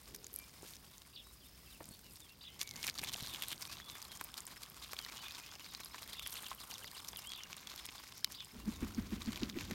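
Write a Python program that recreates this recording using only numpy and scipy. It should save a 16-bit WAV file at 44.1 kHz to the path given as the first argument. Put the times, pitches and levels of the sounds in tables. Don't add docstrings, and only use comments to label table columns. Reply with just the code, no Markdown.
import sys
import numpy as np
from scipy import signal
from scipy.fft import rfft, irfft
from scipy.io import wavfile

SR = 44100
rng = np.random.default_rng(int(sys.argv[2]) if len(sys.argv) > 2 else 0)


def inscribe(sig):
    pcm = np.round(np.clip(np.atleast_2d(sig).T, -1, 1) * 32767)
    wavfile.write(sys.argv[1], SR, pcm.astype(np.int16))


N = 429527
TIME = np.arange(N) / SR

# (frequency [Hz], gain [dB])
MEADOW_COLOUR = [(20, -43), (35, -17), (55, 6), (100, -6), (200, -6), (330, -11.5), (550, -17.5),
                 (1000, -24), (1800, -19.5), (3200, -19), (5000, -16.5), (7500, -24.5), (12500, -24.5),
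                 (16000, -18.5)]
# (time [s], level [dB])
SHUFFLE_LEVELS = [(0.0, -68), (0.11, -64.5), (1.72, -74), (1.84, -64), (2.47, -68), (2.99, -58.5),
                  (5.44, -73.5), (5.46, -68), (5.58, -69.5), (8.45, -67.5)]
# (frequency [Hz], gain [dB])
RUMBLE_COLOUR = [(30, -10.5), (60, 0.5), (120, 1.5), (280, -6), (500, -13), (900, -14), (2500, -50)]
# (time [s], length [s], pitch [Hz], level [dB])
FAR_TONES = [(0, 0.38, 443, -75), (6.754, 0.092, 504, -74), (9.334, 0.114, 498, -72.5)]

# (frequency [Hz], gain [dB])
STALK_COLOUR = [(700, -20.5), (1400, -1), (2200, 3.5), (2800, 1), (3600, 2), (5500, -1), (7200, -3.5),
                (9000, -30.5)]
# (frequency [Hz], gain [dB])
TICK_COLOUR = [(5000, -38), (7300, -5.5), (9000, 2), (10400, -3.5), (11500, -1), (13000, -1), (14300, -6),
               (16000, -13.5)]
# (frequency [Hz], gain [dB])
HOLLOW_COLOUR = [(100, -12), (280, -3), (520, -5), (780, -0.5), (950, 1.5), (1090, 4), (1280, 1),
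                 (1550, -2), (2200, -33)]
FIBRE_HZ = [1100, 2200, 3300, 4500, 6200, 8600, 12000, 14500]
# (time [s], stalk crackle [dB], fine blades [dB], bills dabbling [dB])
STIR_LEVELS = [(0.0, -62, -63, -69.5), (0.68, -63.5, -63.5, -70), (1.49, -69.5, -66, -74),
               (2.09, -64.5, -59.5, -73.5), (2.44, -63.5, -67.5, -72), (2.6, -61, -66, -73),
               (2.77, -52.5, -58.5, -63), (3.12, -53.5, -60, -62.5), (3.31, -52, -55.5, -59.5),
               (3.53, -54.5, -58, -60), (4.83, -58, -63, -63.5), (5.13, -53.5, -60.5, -59.5),
               (5.45, -53, -61.5, -61.5), (5.99, -55, -59, -60), (6.29, -53.5, -56, -58.5),
               (6.48, -57, -55.5, -58.5), (7.16, -57.5, -59.5, -63), (7.57, -53.5, -64, -61),
               (8.14, -55, -61.5, -62.5), (8.57, -58.5, -64, -66), (8.95, -55, -62.5, -61.5),
               (9.74, -51.5, -65.5, -61.5)]
FITS_DB, LULLS_DB = 3, 2.5

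POPS_PER_S, POP_OVER_STIR_DB, POP_T60_S = 20, 8.5, 0.021
POP_HZ, POP_SPREAD_OCTAVES, POP_RISE_PER_S = 1410, 0.47, 18

STRAY_PER_S, STRAY_OVER_STIR_DB, STRAY_HZ, STRAY_TICK_DB = 5.4, 4, 3950, -4
SPREAD_DB, SPREAD_OCTAVES, SPREAD_TICK_DB = 0.5, 0.47, 2.5

# (start [s], end [s], level [dB])
TWITTER_SPELLS = [(.05, .9, -69), (1.05, 1.9, -69), (2.1, 2.6, -70), (3.9, 5.15, -65), (5.3, 6.3, -64),
                  (6.9, 7.3, -64), (7.8, 8.52, -63.5)]

# (time [s], length [s], level [dB], resonance [Hz], treble tick [dB])
BITES = [(0.148, 0.016, -59, 5870.0, -2), (0.688, 0.22, -68.5, 6400, 0), (2.615, 0.028, -48.5, 5730, -4.5),
         (2.81, 0.03, -62, 6000.0, -2), (2.846, 0.026, -49, 2310.0, -6.0), (2.879, 0.031, -53, 2640.0, -4),
         (2.991, 0.012, -46.0, 4360.0, -8.5), (3.037, 0.025, -52.0, 2410.0, -6.0),
         (3.082, 0.032, -51.5, 3400, -9), (3.136, 0.015, -50.5, 4200.0, -3),
         (3.205, 0.042, -56, 3930.0, -7), (3.245, 0.065, -56.0, 3900, -5), (3.305, 0.066, -60, 3800.0, -5),
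         (3.342, 0.041, -53, 2860, -7.5), (3.429, 0.04, -51.5, 3100.0, -7), (3.492, 0.029, -56, 4030, -2),
         (3.515, 0.036, -51.0, 3100, -4.5), (3.623, 0.018, -52, 5200.0, -8),
         (3.725, 0.045, -55.5, 4700.0, -8), (3.8, 0.058, -62, 3580, -12), (3.915, 0.017, -62.5, 3500.0, 2),
         (3.956, 0.015, -69, 3500.0, -10.0), (4.123, 0.016, -60, 3500.0, -7.0),
         (4.161, 0.022, -61.5, 6500.0, 0), (4.211, 0.026, -62, 1600.0, -6.0),
         (4.381, 0.01, -52, 4300.0, -4), (4.517, 0.019, -61.5, 4200.0, -8),
         (4.568, 0.022, -61.0, 1600.0, -6), (4.634, 0.019, -58.0, 4100.0, -4),
         (4.836, 0.028, -56, 3800.0, -8), (4.918, 0.013, -60.0, 5000.0, -7),
         (5.089, 0.012, -57.0, 4300.0, -12.0), (5.17, 0.029, -56.5, 3300.0, -10.0),
         (5.351, 0.027, -56, 4300.0, -15), (5.442, 0.018, -60.0, 2600.0, -15.0),
         (5.477, 0.021, -63, 3100.0, -14), (5.661, 0.031, -60.5, 4400.0, -8.0),
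         (5.8, 0.016, -64, 1600.0, -9), (5.945, 0.016, -60.0, 1600.0, -14),
         (5.987, 0.021, -60, 2900.0, -8.0), (6.032, 0.032, -58.5, 3800.0, -9),
         (6.097, 0.018, -59, 3300.0, -8.0), (6.132, 0.033, -60, 4500.0, -10.0),
         (6.231, 0.014, -57, 3600.0, -2), (6.265, 0.023, -55.0, 3370, -8.0),
         (6.328, 0.012, -55.5, 5700.0, 2.0), (6.372, 0.024, -54.0, 3100.0, -4),
         (6.465, 0.019, -57.5, 3100.0, -6), (6.511, 0.024, -58.5, 1600.0, -7),
         (6.605, 0.028, -63, 4300.0, -5.0), (6.747, 0.017, -60, 5900.0, -18.0),
         (6.784, 0.014, -63, 4600.0, -4.0), (6.875, 0.018, -59.5, 3600.0, -7.0),
         (6.976, 0.03, -59, 3720, -10), (7.084, 0.022, -58.0, 6400.0, -2), (7.193, 0.01, -58, 5300.0, -2),
         (7.516, 0.027, -63.0, 4700.0, -6), (7.794, 0.02, -55, 3700.0, -8.0),
         (7.892, 0.018, -57, 3400.0, -21), (7.953, 0.029, -63, 4500.0, -5), (8.078, 0.04, -66, 5100.0, -6),
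         (8.183, 0.048, -64, 5800.0, -11), (8.323, 0.029, -58.5, 5600.0, -1.5),
         (9.28, 0.015, -59.0, 1600.0, -11.0), (9.374, 0.018, -61, 2700.0, -6),
         (9.608, 0.021, -58.5, 1900.0, -5)]
# (first bite [s], end [s], rate [bites/s], level [dB], resonance [Hz], treble tick [dB])
BOUTS = [(0.483, 1.03, 10.9, -68, 5200, -4), (1.339, 1.82, 8.3, -75, 3330, 4),
         (1.944, 2.33, 8.6, -66, 4355, -5)]
BITE_S, BITE_HOLLOW_DB, BITE_JITTER_S = 0.02, -11.5, .003

# (time [s], level [dB], resonance [Hz], treble tick [dB])
SNAPS = [(0.1493, -44.5, 6050, -1), (0.162, -51, 5570, 4), (0.244, -44, 6940, -12), (0.2671, -45, 7210, -4),
         (0.7363, -49.5, 4030, -7), (.767, -51, 5800, -9), (0.981, -52, 6670, -3), (1.019, -51, 4070, -13),
         (1.842, -51, 5900, -10), (1.856, -57, 7520, 6), (2.1584, -56, 5000, -1), (2.2039, -52, 7400, -4),
         (2.594, -47, 5860, -8), (2.615, -32.5, 3330, -9), (2.63, -44, 6500, 3), (2.675, -43.5, 4200, -9),
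         (2.6912, -44.5, 5570, -9), (2.711, -41, 4300, -8), (2.738, -51, 4000, -14),
         (2.759, -44, 4200, -10), (2.7634, -43, 6220, -13), (2.8298, -36.5, 4270, -11),
         (2.868, -37, 6000, 0), (2.8775, -36, 4130, -5), (2.8829, -34, 2530, -15), (2.8901, -36, 2270, -13),
         (2.898, -33.5, 4520, -9), (2.9417, -50, 6300, -8), (2.9785, -39.5, 4520, -17),
         (2.987, -48, 3600, -15), (2.992, -41, 3000, -22), (3.017, -47, 5100, -6), (3.0386, -41, 2350, 4),
         (3.0464, -39, 3450, -12), (3.0785, -42, 3560, -14), (3.0865, -43, 3500, -20),
         (3.0943, -40, 3500, -21), (3.136, -37.5, 5660, -4), (3.143, -35, 3380, -18),
         (3.161, -41, 3630, -22), (3.1696, -54, 6000, 5), (3.222, -48, 5800, -10), (3.2346, -43, 3870, -20),
         (3.2722, -41, 4300, -9), (3.283, -47, 4200, -3), (3.3383, -43, 4010, -18), (3.346, -48, 3200, -13),
         (3.3596, -48, 3800, -16), (3.3714, -51, 3000, -16), (3.411, -49, 3400, -8),
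         (3.4227, -34.5, 3030, -4), (3.4834, -46.5, 3820, 7.5), (3.529, -39, 2950, -8),
         (3.623, -42.5, 5270, 0), (3.579, -50, 4500, -7), (3.6308, -52, 4500, -14),
         (3.653, -41.5, 3900, -11), (3.6655, -56, 5000, -4), (3.6962, -51, 5770, -15),
         (3.7264, -49, 4640, -10), (3.7698, -46, 3520, -22), (3.8002, -45.5, 1820, -22),
         (3.891, -46, 3680, -18), (3.954, -48, 1720, -14), (3.899, -41.5, 3600, -18),
         (4.0177, -44.5, 6300, -8), (4.026, -44.5, 4840, -2), (4.052, -47, 4000, -15),
         (4.118, -45.5, 3800, -5), (4.173, -49, 7400, -1), (4.2117, -39.5, 1560, -2),
         (4.3413, -42.5, 3540, -7), (4.3708, -47, 4750, -6), (4.379, -44.5, 4070, -2),
         (4.634, -44.5, 4200, -5), (4.837, -47, 3850, -17), (4.92, -51, 5200, 1), (4.933, -39.5, 1520, -5),
         (4.9666, -43, 3270, -14), (4.9898, -34.5, 3880, -15), (5.0483, -39.5, 4280, -18),
         (5.0632, -45.5, 1880, -6), (5.0874, -46.5, 2310, -18), (5.1478, -52, 4000, -5),
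         (5.283, -44, 2704, -6), (5.309, -43, 4070, -16), (5.3213, -47, 4800, -5), (5.3479, -49, 3830, -20),
         (5.3692, -49, 3000, -16), (5.463, -49.5, 5400, -4), (5.554, -47, 5150, -15),
         (5.596, -48.5, 2670, -10), (5.6445, -46.5, 4450, -19), (5.7364, -49, 5800, -9),
         (5.749, -38, 4030, -26), (5.8022, -48, 1600, -9), (5.8343, -47, 3800, -12),
         (5.8587, -45, 5000, -8), (5.945, -47, 1690, -16), (5.9817, -47.5, 2700, -14),
         (6.0304, -45, 3500, -16), (6.0973, -49, 2180, -1), (6.1327, -43.5, 3190, -2.5),
         (6.195, -39.5, 2900, -8), (6.23, -48.5, 3620, -4), (6.2632, -38, 3100, -19), (6.324, -49, 3460, 2),
         (6.3551, -42, 2730, -11), (6.433, -49, 1700, -14), (6.444, -45, 3700, -11),
         (6.466, -46, 3040, -13), (6.53, -47.5, 2600, -8), (6.6023, -48, 4100, -2), (6.615, -50, 3900, -13),
         (6.712, -43.5, 5510, -3), (6.717, -45, 2800, -20), (6.7403, -44, 5940, -14),
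         (6.7814, -47, 5570, -3), (6.844, -43, 1972, -18), (6.9147, -48, 4400, -2), (7.047, -45, 3550, -5),
         (7.086, -39, 5620, -11), (7.1318, -46.5, 3150, -15), (7.161, -42.5, 3600, -26),
         (7.19, -49.5, 4500, 3), (7.303, -46, 4450, -16), (7.319, -41, 3120, -10),
         (7.335, -40.5, 3370, -14), (7.4352, -42, 6200, -10), (7.5297, -39.5, 2430, -18),
         (7.5816, -48, 3700, -17), (7.672, -40, 3400, -12), (7.698, -45, 3870, -22), (7.7609, -47, 5600, 0),
         (7.778, -46, 3700, -17), (7.8562, -45.5, 3980, 2), (7.8641, -46, 5700, -1),
         (7.8884, -45, 2437, -24), (7.981, -46.5, 3460, -17), (8.123, -48, 3700, -8), (8.18, -50, 5550, -3),
         (8.2454, -24.5, 4500, -9.5), (8.3488, -48, 3800, -8), (8.405, -42, 3500, -24),
         (8.9473, -45.5, 5640, -12), (9.2188, -40.5, 3740, -13), (9.2598, -45, 4750, -15),
         (9.321, -44, 4090, -7), (9.3592, -39.5, 3820, -29), (9.3749, -43.5, 2560, -9),
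         (9.4048, -47, 3850, -22), (9.433, -34.5, 3330, -33), (9.4393, -49, 3000, -17),
         (9.498, -38, 3740, -30), (9.5873, -39, 2480, -25), (9.6092, -42, 2490, -18),
         (9.711, -41, 1620, -7)]
SNAP_HOLLOW_DB, SNAP_HOLLOW_HZ, HOLLOW_FALL_DB_PER_OCTAVE = -19, 3900, 13.5
# (onset of this [dB], full effect [dB])
CLEAN_BREAK_DB = (-40, -26)

# (time [s], level [dB], pitch [Hz])
PINGS = [(0.331, -48, 12360), (0.3403, -40.5, 11800), (.3524, -51, 12360), (0.3611, -35.5, 11800),
         (0.3887, -39.5, 12000), (1.8896, -48, 8900), (2.1354, -52, 10700), (4.24, -42.5, 9400),
         (4.2448, -42, 14500), (4.405, -42.5, 8150), (4.4533, -49, 15000), (4.4673, -42, 7900),
         (4.6997, -48, 12830), (5.8468, -42.5, 11700), (6.273, -36.5, 11900), (6.3182, -48, 13650),
         (6.34, -42, 12500), (6.5485, -47, 12900), (7.1715, -40, 11900), (7.272, -44, 9000),
         (7.5675, -45.5, 8900), (8.4468, -47.5, 9000)]
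PING_WIDTH_HZ = 1800

# (time [s], length [s], first [Hz], middle [Hz], last [Hz], level [dB])
WHISTLES = [(0.362, 0.12, 2410, 2364, 2390, -68), (1.239, 0.084, 3800, 3860, 3800, -69.5),
            (1.407, 0.048, 3380, 3150, 2800, -70), (1.442, .04, 3400, 3620, 3650, -70),
            (1.65, 0.027, 3470, 3170, 2900, -74), (1.664, 0.05, 2850, 2600, 2880, -70),
            (1.701, 0.034, 4000, 3850, 3500, -64), (1.722, 0.049, 3230, 2760, 2600, -66),
            (1.905, 0.053, 4450, 4400, 4680, -61.5), (2.027, 0.095, 2960, 2850, 2400, -69),
            (2.21, 0.074, 3820, 3380, 3030, -64), (2.286, 0.052, 2600, 2760, 2750, -63.5),
            (2.445, .16, 1900, 2090, 1925, -71), (2.5, .06, 3050, 3060, 3140, -69),
            (2.589, 0.17, 2130, 2265, 1960, -62), (2.767, 0.089, 2140, 2210, 2300, -61),
            (3.282, 0.061, 3840, 3650, 3380, -57), (3.674, 0.09, 2410, 2640, 2770, -62.5),
            (3.8, 0.19, 3370, 3490, 3480, -61), (4.09, 0.07, 3400, 3230, 3200, -62),
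            (4.993, 0.079, 3480, 3000, 3100, -59.5), (5.165, 0.061, 2790, 3020, 2850, -57.5),
            (5.233, 0.088, 2580, 2440, 2640, -59), (5.407, .065, 2515, 2490, 2880, -62.5),
            (5.453, 0.072, 2670, 3160, 3600, -62), (5.596, 0.033, 3300, 3050, 2850, -65),
            (5.682, 0.041, 3956, 3780, 3720, -60), (6.091, 0.026, 3590, 3350, 2950, -62),
            (6.223, 0.034, 3720, 3550, 3200, -56), (7.157, 0.034, 3620, 3150, 2650, -56),
            (7.232, 0.11, 2457, 3290, 3160, -54.5), (7.215, .06, 3800, 3680, 3680, -71),
            (7.397, .06, 3130, 2950, 2700, -56.5), (8.23, 0.041, 3280, 3130, 2900, -62),
            (8.58, 0.056, 2820, 2790, 2850, -68), (8.726, 0.049, 4120, 3790, 3640, -62)]
PIPS_START_S, PIP_PERIOD_S, PIP_DB = 5.754, .0535, -63
# (time from its start [s], pitch [Hz], relative level [dB])
PIP_COURSE = [(0, 3580, -5), (.008, 3990, 4), (.02, 4400, 4)]
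TRILL_START_S, TRILL_PERIOD_S, TRILL_DB = 6.333, .122, -58
# (time from its start [s], pitch [Hz], relative level [dB])
SYLLABLE_COURSE = [(0, 3230, 11), (.008, 3053, 2), (.017, 2607, -3), (.02, 3090, -10), (.025, 3710, 2),
                   (.033, 4640, 4), (.042, 5215, 2), (.0445, 5253, -22), (.048, 4110, 4), (.057, 3370, 5),
                   (.068, 2413, 0)]

# (time
# [s], level [dB], pitch [Hz])
KNOCKS = [(0.63, -46.5, 403), (.648, -47.5, 358), (1.8044, -45.5, 910), (1.808, -46, 527),
          (1.808, -45, 336), (1.821, -51, 680), (1.887, -51.5, 213), (1.91, -49, 180), (3.015, -49, 258),
          (3.033, -46, 830), (3.152, -49, 700), (3.224, -43, 141), (3.337, -47, 320), (3.522, -51, 300),
          (4.211, -41, 1080), (4.212, -53, 312), (4.932, -43, 750), (5.944, -44, 1010), (6.515, -39, 1070),
          (7.132, -45.5, 900), (7.887, -54, 267.4)]
KNOCK_T60_S = 0.026

# (time [s], level [dB])
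CHIRPS = [(1.122, -61), (2.399, -56.5), (5.185, -58), (6.116, -58), (7.311, -54.5), (8.333, -57)]
# (time from its start [s], pitch [Hz], relative level [dB])
CHIRP_COURSE = [(0, 3040, -8), (.010, 3214, -5), (.014, 3796, 6), (.017, 4740, -4), (.036, 4760, -2.5),
                (.041, 3724, 8), (.048, 2643, -11), (.055, 3670, 9), (0.061, 2750, -15), (.068, 3680, 5),
                (.08, 3485, 5), (.094, 2910, -7), (.107, 2430, -1)]
UNDER_VOICE_RATIO, UNDER_VOICE_DB = .8, -11.5

# (time [s], flutter level [dB], length [s], flutter pitch [Hz], rush of air [dB])
STROKES = [(8.56, -55, 0.035, 236.5, -51.5), (8.685, -31, 0.022, 227, -45.5),
           (8.837, -35, 0.019, 243.6, -41), (8.991, -31.5, 0.018, 221.4, -41.5),
           (9.135, -34, 0.017, 212, -42.5), (9.287, -32, 0.019, 224.7, -44),
           (9.433, -33, 0.0114, 237.7, -42), (9.574, -49, 0.012, 286, -43),
           (9.72, -37.5, 0.014, 240, -42.5)]
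# (frequency [Hz], gain [dB])
RUSH_COLOUR = [(50, -4.5), (140, -13), (230, -0.5), (340, -1.5), (450, -15.5), (700, -26), (1200, -22.5),
               (3000, -40.5)]
# (frequency [Hz], gain [dB])
WAKE_COLOUR = [(25, -23), (45, 1.5), (68, 4), (100, 3), (140, -7.5), (210, 1.5), (330, -6.5), (430, -16),
               (800, -28), (2000, -38)]
RASP_DB, RASP_HZ, RASP_WIDTH_HZ = -13.5, 1790, 1800

TOP_HZ = 15950


def undb(db):
    return 10 ** (np.asarray(db) / 20)


def unit(x):
    return x / np.sqrt(np.mean(x ** 2) + 1e-30)


def lasting(x, seconds):
    return x * np.sqrt(seconds * SR / (np.sum(x ** 2) + 1e-30))


def add(out, s, x):
    i = int(round(s * SR))
    x, i = x[max(-i, 0):], max(i, 0)
    out[i:i + len(x)] += x[:max(len(out) - i, 0)]


def response(points, size=512):
    hz, db = np.transpose(points)
    bins_hz = np.fft.rfftfreq(size, 1 / SR)
    gain_db = np.interp(np.log(bins_hz + 1), np.log(hz), db)
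    cepstrum = irfft(np.log(undb(gain_db)))
    cepstrum[1:size // 2] *= 2
    cepstrum[size // 2 + 1:] = 0
    return irfft(np.exp(rfft(cepstrum)))


def through(x, h):
    return signal.fftconvolve(x, h)[:len(x)]


def noise(points):
    return unit(through(rng.standard_normal(N), response(points, size=8192)))


def ring(x, hz, width_hz):
    b, a = signal.iirpeak(min(hz, SR * 3 / 8), hz / min(width_hz, SR / 5), fs=SR)
    return signal.lfilter(b, a, x)


def walk(rate, count=N):
    at = np.arange(count) / SR * rate
    knots = int(at[-1]) + 2
    return 1.46 * np.interp(at, np.arange(knots), rng.standard_normal(knots))


def meadow():
    s, db = np.transpose(SHUFFLE_LEVELS)
    hiss = undb(-62.5 + 1.34 * walk(3.7)) * noise(MEADOW_COLOUR)
    rumble = undb(np.interp(TIME, s, db) + 2 * walk(18)) * noise(RUMBLE_COLOUR)
    return hiss + rumble


def tone(hz, db, waver):
    count = len(hz)
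    phase = 2 * np.pi * np.cumsum(hz * (1 + waver * walk(357.4, count=count))) / SR
    level = undb(db + 2 * walk(70, count=count))
    return np.sqrt(2) * np.sin(phase) * level * signal.windows.tukey(count, .25)


def scatter(x, seconds):
    t = np.arange(SR // 2) / SR
    tail = rng.standard_normal(len(t)) * np.exp(-t / seconds) * (1 - np.exp(-t / 0.0018))
    return through(x, lasting(tail, 1 / SR))


def far_tones():
    out = np.zeros(N)
    for s, length, hz, db in FAR_TONES:
        add(out, s, tone(np.full(int(length * SR), hz), db, waver=0.1204))
    return out + undb(6.5) * scatter(out, 0.047)


def fibres(count, rate, spread_db):
    sizes = undb(spread_db * np.minimum(rng.exponential(size=count), 5))
    return (rng.random(count) < rate / SR) * sizes * rng.choice([-1, 1], count)


def crackle(count, rate, spread_db):
    pitched = sum(ring(fibres(count, rate / 4, spread_db), hz, 0.46 * hz) for hz in FIBRE_HZ)
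    return pitched + 0.36 * fibres(count, rate, spread_db)


def stirred_grass(colours):
    s, *levels = np.transpose(STIR_LEVELS)
    fits = undb(FITS_DB * walk(130) + LULLS_DB * np.minimum(walk(28), 1))
    shared = crackle(N, rate=900, spread_db=3.4)
    ticks = unit(sum(ring(fibres(N, rate=14, spread_db=2.4), hz, .16 * hz) for hz in FIBRE_HZ[1:]))
    out = np.zeros(N)
    for h, db, trim_db in zip(colours, levels, (-4.7, -3.3, -1)):
        rubbing = unit(fits * (shared + .7 * crackle(N, rate=900, spread_db=3.4)))
        coloured = unit(through(rubbing + 0.48 * ticks, h))
        out += coloured * undb(np.interp(TIME, s, db) + trim_db)
    return out


def pops():
    s, *_, dabbling_db = np.transpose(STIR_LEVELS)
    out, t = np.zeros(N), np.arange(SR // 50) / SR
    shape = undb(-60 * t / POP_T60_S) * (1 - np.exp(-t / .0004))
    for at in rng.uniform(0, N / SR, int(POPS_PER_S * N / SR)):
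        loud, pitch = np.clip(rng.standard_normal(2), -2, 2)
        hz = POP_HZ * 2 ** (POP_SPREAD_OCTAVES * pitch) * (1 + POP_RISE_PER_S * t)
        db = np.interp(at, s, dabbling_db) + POP_OVER_STIR_DB + 3 * loud
        add(out, at, undb(db) * shape * np.sin(2 * np.pi * np.cumsum(hz) / SR))
    return out


def vary(db, hz, tick_db):
    loud, pitch, bright = np.clip(rng.standard_normal(3), -2, 2)
    return db + SPREAD_DB * loud, hz * 2 ** (SPREAD_OCTAVES * pitch), tick_db + SPREAD_TICK_DB * bright


def strays():
    s, stalk_db = np.transpose(STIR_LEVELS)[:2]
    rows = []
    for at in rng.uniform(0, N / SR, int(STRAY_PER_S * N / SR)):
        usual_db = np.interp(at, s, stalk_db) + STRAY_OVER_STIR_DB
        rows.append((at, *vary(usual_db, STRAY_HZ, STRAY_TICK_DB)))
    return rows


def twitter():
    out = np.zeros(N)
    for start, end, db in TWITTER_SPELLS:
        for s in np.arange(start, end, .022):
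            late, pitch, loud = rng.standard_normal(3)
            hz = (5190 if rng.random() < .6 else 4880) * (1 + .01 * pitch)
            glide = np.linspace(hz + 100, hz - 100, SR // 75)
            add(out, s + .006 * late, tone(glide, db - 2 + 2 * loud, waver=0.012))
    return out + undb(-13) * scatter(out, .04)


def bill(push, colours, seconds, hz, tick_db, hollow_db, damping, plain_db):
    stalk, tick, hollow = (through(push, h) for h in colours)
    body = lasting(ring(stalk, hz, hz * damping) + undb(plain_db) * stalk, seconds)
    return body + undb(tick_db) * lasting(tick, seconds) + undb(hollow_db) * lasting(hollow, seconds)


def crush(colours, rows, hollow_db):
    out = np.zeros(N)
    t = np.arange(-3000, 3000) / SR
    for s, length, db, hz, tick_db in rows:
        swell = np.exp(-np.abs(t / (0.55 * length)) ** 1.6)
        push = crackle(len(t), rate=1200, spread_db=4.8) * swell
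        bite = bill(push, colours, 2.93 * length, hz, tick_db, hollow_db, damping=0.25, plain_db=-4.5)
        add(out, s + t[0], undb(db) * bite)
    return out


def nibbling():
    rows = []
    for start, end, rate, db, hz, tick_db in BOUTS:
        for s in np.arange(start, end, 1 / rate):
            moment = s + BITE_JITTER_S * rng.standard_normal()
            length = BITE_S * 2 ** rng.uniform(-0.55, 0.78)
            rows.append((moment, length, *vary(db, hz, tick_db)))
    return rows


def nibbles(colours):
    return crush(colours, BITES + nibbling(), BITE_HOLLOW_DB)


def snaps(colours, rows):
    out, lead = np.zeros(N), 256
    t = (np.arange(1400) - lead) / SR
    tearing = (t > 0) * np.exp(-np.abs(t) / 0.0012) + 0.09 * np.exp(-np.abs(t) / 0.0029)
    for s, db, hz, tick_db in rows:
        splinters = fibres(len(t), 25000, 0.71) * tearing
        clean = np.interp(db, CLEAN_BREAK_DB, (0, 1))
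        push = (.95 - .6 * clean) * lasting(splinters, 1 / SR)
        push[lead] += 1
        push = push + 2 * ring(push, rng.uniform(8600, 16800), 7300)
        octaves = np.log2(hz / SNAP_HOLLOW_HZ)
        hollow_db = SNAP_HOLLOW_DB - HOLLOW_FALL_DB_PER_OCTAVE * octaves - 12 * clean
        snap = bill(push, colours, 0.002, hz, tick_db, hollow_db, damping=0.16 + 0.18 * clean, plain_db=-13.5)
        add(out, s + t[0], undb(db) * snap)
    return out


def pings():
    out, t = np.zeros(N), np.arange(SR // 50) / SR
    for s, db, hz in PINGS:
        push = 1.8 * lasting(fibres(len(t), 25000, 0.51) * np.exp(-t / 0.001), 1 / SR)
        push[0] += 1
        add(out, s, undb(db) * lasting(ring(push, hz, PING_WIDTH_HZ), 0.0022))
    return out


def phrase(course, db, waver):
    at, hz, shape_db = np.transpose(course)
    t = np.arange(int(at[-1] * SR)) / SR
    return tone(np.interp(t, at, hz), db + np.interp(t, at, shape_db), waver)


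def beats(start, period, count):
    return start + period * np.arange(count)


def songbirds():
    out = np.zeros(N)
    for s, length, first_hz, middle_hz, last_hz, db in WHISTLES:
        curve = np.polyfit([0, .5, 1], [first_hz, middle_hz, last_hz], 2)
        glide = np.polyval(curve, np.linspace(0, 1, int(length * SR)))
        add(out, s, tone(glide, db, waver=.011))
    for s in beats(PIPS_START_S, PIP_PERIOD_S, count=5):
        add(out, s, phrase(PIP_COURSE, PIP_DB, waver=0.0077))
    for s in beats(TRILL_START_S, TRILL_PERIOD_S, count=6):
        add(out, s, phrase(SYLLABLE_COURSE, TRILL_DB, waver=0.011))
    return out + undb(-10) * scatter(out, 0.04)


def knocks():
    out, t = np.zeros(N), np.arange(SR // 6) / SR
    shape = undb(-60 * t / KNOCK_T60_S) * (1 - np.exp(-t / 0.00039))
    for s, db, hz in KNOCKS:
        rough = unit(ring(ring(rng.standard_normal(len(t)), hz, 1.7 * hz), hz, 2.0 * hz))
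        thud = np.sin(2 * np.pi * hz * t) + .5 * rough
        add(out, s, undb(db + 3.5) * thud * shape)
    return out


def sparrows():
    out = np.zeros(N)
    under_voice = [(t, UNDER_VOICE_RATIO * hz, db) for t, hz, db in CHIRP_COURSE]
    for s, db in CHIRPS:
        add(out, s, phrase(CHIRP_COURSE, db - .5, waver=.018))
        add(out, s, phrase(under_voice, db + UNDER_VOICE_DB, waver=.05))
    return out + undb(-2.5) * scatter(out, 0.016)


def wings():
    flutter, air, lift, wake = np.zeros((4, N))
    t = np.arange(-SR // 10, SR // 5) / SR
    for s, db, length, hz, air_db in STROKES:
        pitch = hz * (1 - 2.51 * t + 0.046 * walk(158.4, count=len(t)))
        swell = np.exp(-np.abs(t / (0.57 * length)) ** 3.9)
        add(flutter, s + t[0], undb(db + 0.5) * swell * np.sin(2 * np.pi * np.cumsum(pitch) / SR))
        add(air, s + t[0], undb(air_db) * np.exp(-((t + 0.0056) / 0.014) ** 2))
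        add(lift, s + t[0], undb(air_db - 6) * np.exp(-((t - .042) / 0.028) ** 2))
        add(wake, s + t[0], undb(air_db / 2) * np.exp(-((t - .022) / 0.063) ** 2))
    started = np.clip((TIME - 8.53) / 0.0066, 0, 1)
    scrape = fibres(N, rate=2500, spread_db=-1)
    for _ in range(2):
        scrape = ring(scrape, RASP_HZ, RASP_WIDTH_HZ)
    rasp = undb(RASP_DB) * unit(scrape)
    rolling = undb(-26.5) * started * wake * noise(WAKE_COLOUR)
    return flutter + air * (noise(RUSH_COLOUR) + rasp) + lift * rasp + rolling


def scene():
    colours = [response(c) for c in (STALK_COLOUR, TICK_COLOUR, HOLLOW_COLOUR)]
    around = meadow() + far_tones() + songbirds() + sparrows() + twitter()
    grass = stirred_grass(colours) + snaps(colours, SNAPS) + pings() + nibbles(colours)
    grass = grass + snaps(colours, strays())
    ducks = wings() + knocks() + grass + pops()
    return (ducks + around)[None]


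def record(dry):
    return signal.sosfilt(signal.ellip(10, .2, 70, TOP_HZ, fs=SR, output="sos"), dry)


dry = scene()
out = record(dry)
inscribe(out)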